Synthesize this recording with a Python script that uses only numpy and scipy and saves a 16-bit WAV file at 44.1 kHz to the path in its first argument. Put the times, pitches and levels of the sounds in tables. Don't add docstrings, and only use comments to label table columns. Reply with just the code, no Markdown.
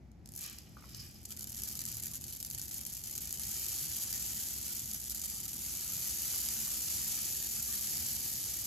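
import sys
import numpy as np
from scipy import signal
from scipy.fft import rfft, irfft, next_fast_len
from scipy.io import wavfile
from scipy.ndimage import uniform_filter1d, map_coordinates

SR = 44100
rng = np.random.default_rng(int(sys.argv[2]) if len(sys.argv) > 2 else 0)


def to_wav(sig):
    pcm = np.clip(np.atleast_2d(sig), -1, 1) * 32767
    pcm = np.round(pcm).astype(np.int16)
    wavfile.write(sys.argv[1], SR, pcm.T)


N = 381906


# start_s, level_db, splatter_s, brightness_db_per_octave
WALL_SPITS = [(0.116, -52, 0.011, -4), (0.2583, -37.5, 0.012, -5), (0.274, -42.5, 0.013, -5),
              (0.2887, -40, 0.019, -4), (0.3203, -36, 0.007, 1), (0.3377, -35, 0.009, -4),
              (0.351, -37, 0.02, 2), (0.361, -31, 0.022, 7), (0.375, -31, 0.017, 5),
              (0.4092, -34, 0.012, -1.0), (0.586, -29, 0.006, 0), (0.9462, -31.5, 0.018, -11),
              (1.2314, -39, 0.006, -1.0), (1.252, -33, 0.031, -4), (1.3057, -32.5, 0.014, -3),
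              (1.3178, -32.5, 0.02, -5), (1.323, -30.5, 0.012, -4), (1.3734, -32, 0.009, -2),
              (1.392, -31.5, 0.019, 0), (1.4074, -33, 0.027, -4), (1.423, -30, 0.0076, 0),
              (1.4422, -31, 0.011, 1.0), (1.4712, -34.5, 0.037, -3.0), (1.484, -35, 0.0096, 1.0),
              (1.518, -34, 0.022, 0.0), (1.545, -29.5, 0.02, 0.0), (1.5649, -31.5, 0.012, 1.0),
              (1.6194, -28, 0.012, -2.0), (1.6358, -21.5, 0.0043, 2), (1.753, -28, 0.013, -1),
              (1.791, -26.5, 0.017, -2), (1.804, -31, 0.021, -1), (1.8529, -22.5, 0.011, -3),
              (1.863, -28, 0.012, -2), (1.969, -27.5, 0.012, 2), (2.0239, -33, 0.019, 1),
              (2.0583, -21.5, 0.007, 3), (2.068, -27, 0.015, 2), (2.1353, -24.5, 0.005, 3),
              (2.2398, -30, 0.017, -5), (2.2812, -30, 0.0094, -4), (2.325, -29.5, 0.014, -3),
              (2.401, -30.5, 0.023, 0), (2.4277, -20.5, 0.005, 0.5), (2.4482, -26.5, 0.013, -2),
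              (2.5012, -24, 0.008, 4), (2.511, -25.5, 0.009, -3), (2.5264, -28, 0.007, 11),
              (2.5477, -23.5, 0.012, -2), (2.5769, -31.5, 0.035, -6), (2.5844, -28, 0.012, -3),
              (2.595, -31, 0.02, -3), (2.6156, -25, 0.0098, 1), (2.68, -32, 0.024, -1),
              (2.71, -33, 0.033, -3), (2.811, -28, 0.011, 1), (2.8513, -26, 0.007, -2),
              (2.8637, -28.5, 0.028, -2), (3.0378, -30, 0.018, -1), (3.1102, -31, 0.021, 0),
              (3.153, -25.5, 0.0088, 0), (3.1779, -23.5, 0.013, -1), (3.2076, -33, 0.009, 1),
              (3.273, -29, 0.0099, 2), (3.3065, -29.5, 0.024, -2), (3.327, -20.5, 0.0059, 2.0),
              (3.3731, -30, 0.011, -1.0), (3.3965, -24.5, 0.007, -3), (3.4339, -24.5, 0.009, -3),
              (3.6846, -26, 0.01, -3.0), (4.1276, -21.5, 0.012, -1), (4.8576, -30, 0.017, 0),
              (4.9334, -25, 0.018, 4), (4.947, -26, 0.008, 1), (5.096, -28, 0.027, -1),
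              (5.1054, -27, 0.016, 1), (5.1465, -27.5, 0.016, 1.0), (5.2162, -25, 0.008, -3),
              (5.48, -27, 0.012, -1), (5.5312, -27.5, 0.015, -2), (6.487, -18.5, 0.0092, 0),
              (7.6251, -26.5, 0.025, -0.0)]
# peak_s, swell_s, fade_s, rush_db, whistle_db, mist_db, mist_early_s
AIR_GUSHES = [(0.455, 0.10, 0.21, -50, -57, -44, 0.056), (0.985, 0.32, 0.5, -57, -58.5, -55, 0.0055)]

VALVE_S, VALVE_DB_PER_S = 0.252, 1513.5
ARRIVAL_S, ARRIVAL_DB_PER_S = 1.29, 332
BASE_SPURT_RATE = 570


def amp(db):
    return 10 ** (np.asarray(db) / 20)


def unit(x):
    return x / np.sqrt(np.mean(x ** 2) + 1e-20)


def along(points, hz):
    pitches, values = np.transpose(points)
    return np.interp(np.log(hz + 1), np.log(pitches + 1), values)


def wobble(per_second):
    values = rng.standard_normal(int(N * per_second / SR) + 4)
    return map_coordinates(values, [np.arange(N) * per_second / SR])


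def noise():
    return rng.standard_normal((2, N))


def add(track, start_s, sound):
    part = track[..., max(round(start_s * SR), 0):][..., :sound.shape[-1]]
    part += sound[..., :part.shape[-1]]


def filtered(x, response):
    size = next_fast_len(N + SR // 2)
    return irfft(rfft(x, size) * response(np.fft.rfftfreq(size, 1 / SR)), size)[..., :N]


def equalised(x, gains):
    return filtered(x, lambda hz: amp(along(gains, hz)))


def coloured(x, spectrum, resonances=()):
    def response(hz):
        boost_db = sum(db / (1 + (2 * (hz - pitch) / width) ** 2) for pitch, width, db in resonances)
        return unit(amp(along(spectrum, hz) + boost_db))
    return filtered(x, response)


def pumps_and_fans():
    # pitch_hz, level_db
    rumble_colour = [(20, -29), (40, -11.5), (58, 1.5), (85, -0.7), (150, -6), (240, -10), (340, -15.5),
                     (480, -24), (780, -23.5), (1100, -35), (2200, -33.5), (3000, -42.5), (5500, -41),
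                     (9500, -50.5), (15000, -57)]
    # pitch_hz, width_hz, boost_db
    fan_drones = [(216, 22, 6), (355, 16, 5.5), (158, 16, 2.5)]
    # peak_s, half_length_s, level_db
    swells = [(0.28, .1, -60), (1.007, 0.08, -53), (2.0, 0.14, -56.5), (2.557, 0.11, -56.5),
              (3.5, .09, -57), (3.85, 0.093, -56.5), (5.953, 0.09, -56)]
    # pitch_hz, level_db
    swell_colour = [(40, -35), (75, -6), (110, -3.5), (155, -2), (190, -21), (400, -48), (1000, -80)]
    # pitch_hz, level_db
    hum_tones = [(59.6, -65.5), (120, -69), (212, -74.5), (846, -87.5)]
    t = np.arange(N) / SR
    out = amp(-54.9 + 0.77 * wobble(7)) * coloured(noise(), rumble_colour, fan_drones)
    swelling = sum(amp(db) * np.exp(-((t - peak_s) / half_s) ** 2) for peak_s, half_s, db in swells)
    out += coloured(noise(), swell_colour) * swelling
    for hz, db in hum_tones:
        phase = 2 * np.pi * hz * t + 0.5 * wobble(3.02)
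        out[0] += np.sqrt(2) * amp(db + 2.7 * wobble(3.08)) * np.sin(phase)
    return out


def room_echo(x, pieces=44):
    # pitch_hz, decay_s
    room_decay = [(300, 0.39), (3000, 0.25), (14000, 0.081)]
    out, hop = np.zeros((2, N)), N // pieces + 1
    for start in range(0, N, hop):
        hz, t, bands = signal.stft(rng.standard_normal((2, SR // 3)), SR, nperseg=256)
        fade = amp(-60 * t / along(room_decay, hz)[:, None])
        tail = signal.istft(bands * fade, SR, nperseg=256)[1]
        tail /= np.linalg.norm(tail[0])
        add(out, start / SR, signal.fftconvolve(x[:, start:start + hop], tail, axes=1))
    return out


def knocks_and_plops():
    # start_s, level_db, pitch_factor, hardness_db
    events = [(0.769, -32.5, 1.0, -20), (0.7895, -55, 1.0, -20), (0.8235, -44, 1.0, 4),
              (0.8384, -48, 0.92, 8), (0.8407, -41, .9, -8), (6.339, -35, 1, -8), (6.6747, -39, 0.93, -8)]
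    # pitch_hz, level_db, decay_s
    tube_tones = [(1310, 0, .016), (1228, -5, .03), (1432, -7, .03)]
    # pitch_hz, level_db, decay_s
    high_tones = [(2150, -7, .03), (2600, -10, .025)]
    rings, taps, t = np.zeros((2, N)), np.zeros((2, N)), np.arange(SR // 6) / SR
    attack_s, tap_decay_s = 0.0008, 0.016
    onset = 1 - np.exp(-t / attack_s)
    for start_s, db, pitch_factor, hardness_db in events:
        add(taps, start_s, amp(db - 18 - 60 * t / tap_decay_s) * rng.standard_normal((2, len(t))))
        highs = [(hz, tone_db + hardness_db, decay_s) for hz, tone_db, decay_s in high_tones]
        for hz, tone_db, decay_s in list(tube_tones) + highs:
            phase = np.array([[0], [rng.uniform(0, 2 * np.pi)]])
            ring = np.sin(2 * np.pi * hz * pitch_factor * t + phase) * amp(-60 * t / decay_s) * onset
            add(rings, start_s, amp(db + tone_db - 8) * ring)
    return rings + coloured(taps, [(400, -10), (1300, -9), (2300, -20), (5000, -42)])


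def gush_db(peak_s, swell_s, fade_s):
    t = np.arange(N) / SR
    open_db = 20 * np.minimum((t - peak_s) / swell_s, (peak_s - t) / fade_s)
    shut_db = VALVE_DB_PER_S * np.maximum(VALVE_S - t, 0)
    return np.maximum(open_db - shut_db, -100)


def escaping_air():
    # pitch_hz, level_db
    rush_colour = [(500, -41), (950, -16), (1220, -7.5), (1700, -7), (2400, -2), (3200, -2.5), (4000, -0.5),
                   (6000, 0.5), (10000, -10.5)]
    # pitch_hz, width_hz, boost_db
    hose_resonances = [(1150, 120, 7), (1630, 110, 7), (1900, 110, 4), (2390, 180, 6), (3050, 340, 5.5),
                       (5790, 160, 6), (6710, 140, 5), (7810, 120, 8)]
    # pitch_hz, level_db
    whistle_colour = [(3500, -28), (4350, -8), (4750, 5), (5100, 10), (5400, 7), (5900, -8), (9000, -30)]
    # peak_s, whistle_db
    squirts = [(0.587, -55), (0.622, -61), (0.949, -52), (0.983, -55), (1.0, -51), (1.012, -51),
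               (1.16, -62)]
    t = np.arange(N) / SR
    air_passing = uniform_filter1d(1.0 * ((t > VALVE_S) & (t < ARRIVAL_S)), size=SR // 50)
    rush, whistle = 0, amp(-76) * air_passing
    for peak_s, swell_s, fade_s, rush_db, whistle_db, _, _ in AIR_GUSHES:
        strength_db = gush_db(peak_s, swell_s, fade_s)
        rush = rush + amp(rush_db + strength_db)
        whistle = whistle + amp(whistle_db + 2 * strength_db)
    for peak_s, db in squirts:
        whistle = whistle + amp(db) * np.exp(-((t - peak_s) / 0.0049) ** 2)
    throaty_noise = coloured(noise(), rush_colour, hose_resonances)
    flutter = amp(1.6 * wobble(110))
    return flutter * (rush * throaty_noise + whistle * coloured(noise(), whistle_colour))


def hose_flow():
    # time_s, level_db
    jet_strength = [(1.25, -46.5), (1.5, -47), (1.7, -43.5), (2.05, -44), (2.25, -47.5), (2.6, -46),
                    (3.05, -47.5), (3.385, -43), (3.42, -40.5), (3.49, -42.5), (3.6, -40), (3.95, -40.5),
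                    (4.3, -41), (4.5, -42.5), (4.72, -42), (4.88, -44.5), (5.2, -43), (5.45, -43.5),
                    (5.8, -42), (6.07, -40), (6.52, -38), (6.73, -40), (6.95, -38.5), (7.25, -38.4),
                    (7.42, -40.5), (7.85, -39.5), (8.15, -39.5), (8.4, -40), (8.66, -40.5)]
    # middle_s, length_s, depth_db
    air_pockets = [(1.279, 0.033, 21), (1.347, 0.043, 13), (1.385, .008, 16), (1.462, 0.024, 8),
                   (1.511, 0.009, 9), (1.832, .016, 10), (2.097, 0.047, 5.5), (2.194, 0.043, 12),
                   (2.38, 0.017, 13), (2.671, 0.0087, 20), (2.494, .012, 8), (2.526, 0.019, 4),
                   (2.562, .02, 12), (2.83, 0.036, 3), (3, 0.038, 3), (3.197, 0.02, 9), (4.057, 0.03, 3),
                   (4.982, 0.05, 3), (5.134, 0.019, 10), (5.272, 0.013, 20), (5.472, 0.013, 7)]
    medium_db, doubling_db, soak_s = -43.5, 5, 1.3
    t = np.arange(N) / SR
    flow_db = np.interp(t, *np.transpose(jet_strength))
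    dryness = np.exp(-np.maximum(t - ARRIVAL_S, 0) / soak_s)
    doublings = (flow_db - medium_db) / doubling_db - 0.7 * dryness
    jet_rate = np.clip(BASE_SPURT_RATE * 2 ** doublings, 230, 1300)
    flow_db += 0.76 * np.sqrt(BASE_SPURT_RATE / jet_rate) * wobble(15)
    for middle_s, length_s, depth_db in air_pockets:
        shape = signal.windows.tukey(int(length_s * SR), 0.7)
        shove_then_gap_db = np.concatenate([4 * shape, -depth_db * shape])
        add(flow_db, middle_s - length_s / 2 - length_s, shove_then_gap_db)
    water_power = amp(flow_db - ARRIVAL_DB_PER_S * np.maximum(ARRIVAL_S - t, 0)) ** 2
    dribble_db, mist_rate = -91, 310
    mist_power = amp(dribble_db) ** 2
    for peak_s, swell_s, fade_s, _, _, mist_db, early_s in AIR_GUSHES:
        mist_power += amp(mist_db + gush_db(peak_s - early_s, swell_s, fade_s)) ** 2
    power = water_power + mist_power
    return 10 * np.log10(power), (water_power * jet_rate + mist_power * mist_rate) / power


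def in_tube(x):
    # pitch_hz, level_db
    spray_colour = [(120, -53), (300, -14.5), (520, -21.5), (950, -22.5), (1300, -20.5), (2500, -15),
                    (3800, -11.5), (4600, -7.5), (5600, -5), (7000, -1), (9900, 0.6), (12200, 1.03),
                    (14300, -3.5), (15700, -11)]
    # pitch_hz, width_hz, boost_db
    tube_resonances = [(810, 150, 5.5), (1810, 200, 2.5), (2280, 200, 1.5), (3030, 240, 2.8),
                       (3780, 200, 1.5), (4650, 420, 3), (5400, 250, 1), (6040, 250, 3.5), (6950, 400, 2.2),
                       (7500, 400, 1.3), (8050, 450, 1.2)]
    return coloured(x, spray_colour, tube_resonances)


def bubbles(level_db, count=1400):
    out, t = np.zeros((2, N)), np.arange(SR // 40) / SR
    for when, pitch, faintness, side in rng.random((count, 4)):
        start = int(when * (N - 1))
        pitch_hz = 1100 * 6 ** pitch
        cycles = pitch_hz * t
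        rising_tone = np.sin(2 * np.pi * cycles * (1 + 0.00078 * cycles))
        ring = rising_tone * np.exp(-cycles / 11) * (1 - np.exp(-cycles))
        placement = np.array([[1], [2 * side - 1]])
        add(out, start / SR, amp(level_db[start] + 0.5 - 9.5 * faintness) * placement * ring)
    return in_tube(out)


def droplets(level_db, per_second=26, life_s=0.0002):
    hits = rng.random(N) < per_second / SR
    sizes = hits * amp(level_db + 7 - 10 * rng.random(N))
    shape = np.exp(-np.abs(np.arange(-SR // 400, SR // 400)) / SR / life_s)
    clicks = signal.fftconvolve(sizes, shape, mode="same") * noise()
    return equalised(clicks, [(2000, 6.5), (12000, 6.9)])


def spits():
    out, t = np.zeros((2, N)), np.arange(SR // 30) / SR
    attack_share, hold_share = 0.035, 0.18
    octaves = np.log2(np.clip(np.fft.rfftfreq(len(t), 1 / SR), 4500, 14000) / 9000)
    for start_s, db, splatter_s, brightness in WALL_SPITS:
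        spectrum = rfft(rng.standard_normal((2, len(t)))) * amp(brightness * octaves)
        drops = unit(irfft(spectrum, len(t)))
        front = 1 - np.exp(-t / (attack_share * splatter_s))
        fade = np.exp(-(t / (hold_share * splatter_s)) ** 2)
        add(out, start_s, amp(db) * front * fade * drops)
    return in_tube(equalised(out, [(2000, -6.5), (6000, -3.5), (12000, -3.2)]))


def thinning(spurt_rate):
    dip, t = np.zeros(N), np.arange(SR // 45) / SR
    for start_s, *_ in WALL_SPITS:
        add(dip, start_s - 0.75 * t[-1], np.hanning(len(t)))
    depth_db = 7 * np.minimum(1, BASE_SPURT_RATE / spurt_rate)
    return amp(-depth_db * np.minimum(dip, 1))


def spurt_power(per_second, scatter_db, life_s):
    hits = rng.random(N) < per_second / SR
    sizes = amp(scatter_db * np.clip(rng.standard_normal(N), -2, 2)) ** 2
    lives = np.arange(-SR // 50, SR // 50) / SR / life_s
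    return np.abs(signal.fftconvolve(hits * sizes, np.exp(-np.hypot(lives, 1)), mode="same"))


def water_jet(level_db, spurt_rate):
    rate = spurt_rate * amp(1.3 * wobble(70))
    power = spurt_power(rate * 0.76, scatter_db=0.9, life_s=0.00053)
    power += spurt_power(rate * 0.4, scatter_db=0.5, life_s=0.0002)
    power /= np.abs(uniform_filter1d(power, size=SR // 25)) + 1e-9
    impacts = unit(noise() * amp(2.85 * wobble(6000)))
    spurts = impacts * np.sqrt(power) * amp(level_db + 0.96)
    spurts = equalised(spurts, [(2000, -3.0), (6000, 0), (12000, 0.34)])
    wetness_db = 5 * np.log10(rate / 1000)
    films = unit(noise() * amp(2.4 * wobble(900)))
    fizz = films * amp(uniform_filter1d(level_db, size=SR // 20) + wetness_db - 4.0)
    fizz = equalised(fizz, [(2500, 6.5), (6000, 4.0), (12000, -3.0)])
    cushion_db = 1.5 * np.log2(rate / BASE_SPURT_RATE)
    return in_tube(spurts + fizz + droplets(level_db - cushion_db))


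def microphones(pair):
    # pitch_hz, likeness (0 to 1)
    likeness = [(50, .72), (120, .84), (270, .88), (580, .35), (830, .78), (1050, .25), (1280, .72),
                (1750, .18), (2050, .25), (2450, .6), (2750, .35), (3000, .72), (3750, .28), (4050, .65),
                (4600, .55), (4950, .25), (5550, .22), (6200, .62), (8800, .94), (12300, .93), (15000, .88)]
    # pitch_hz, lead_radians
    left_lead = [(200, 0), (950, -1.2), (1200, -.1), (1650, -1.4), (2100, 1.5), (2500, 0), (4300, 0),
                 (5400, -1.3), (6100, -.1), (6700, .15), (7400, 1.5), (9100, 3.14), (12300, 6.28),
                 (15300, 9.5)]
    # pitch_hz, left_minus_right_db
    balance = [(300, 1), (700, 0), (1050, -4), (1400, 0), (2100, 1.3), (2700, -1), (4000, -1), (4850, -3.5),
               (5700, -1), (7500, 1.6), (8700, 0)]
    half_each = np.array([[0.5], [-0.5]])

    def blend(hz):
        angle = np.arccos(np.clip(along(likeness, hz), 0, 1)) / 2
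        return np.array([np.cos(angle), np.sin(angle)])

    def paths(hz):
        lead = np.interp(hz, *np.transpose(left_lead))
        return amp(half_each * along(balance, hz)) * np.exp(1j * half_each * lead)

    shared, apart = filtered(pair, blend)
    return filtered(np.array([shared + apart, shared - apart]), paths)


def scene():
    level_db, spurt_rate = hose_flow()
    spray = water_jet(level_db, spurt_rate) * thinning(spurt_rate)
    tube = spray + spits() + escaping_air() + knocks_and_plops() + bubbles(level_db)
    return microphones(tube + amp(-9.0) * room_echo(tube) + pumps_and_fans())


def record(dry, top_hz=15800):
    return filtered(dry, lambda hz: hz < top_hz)


dry = scene()
out = record(dry)
to_wav(out)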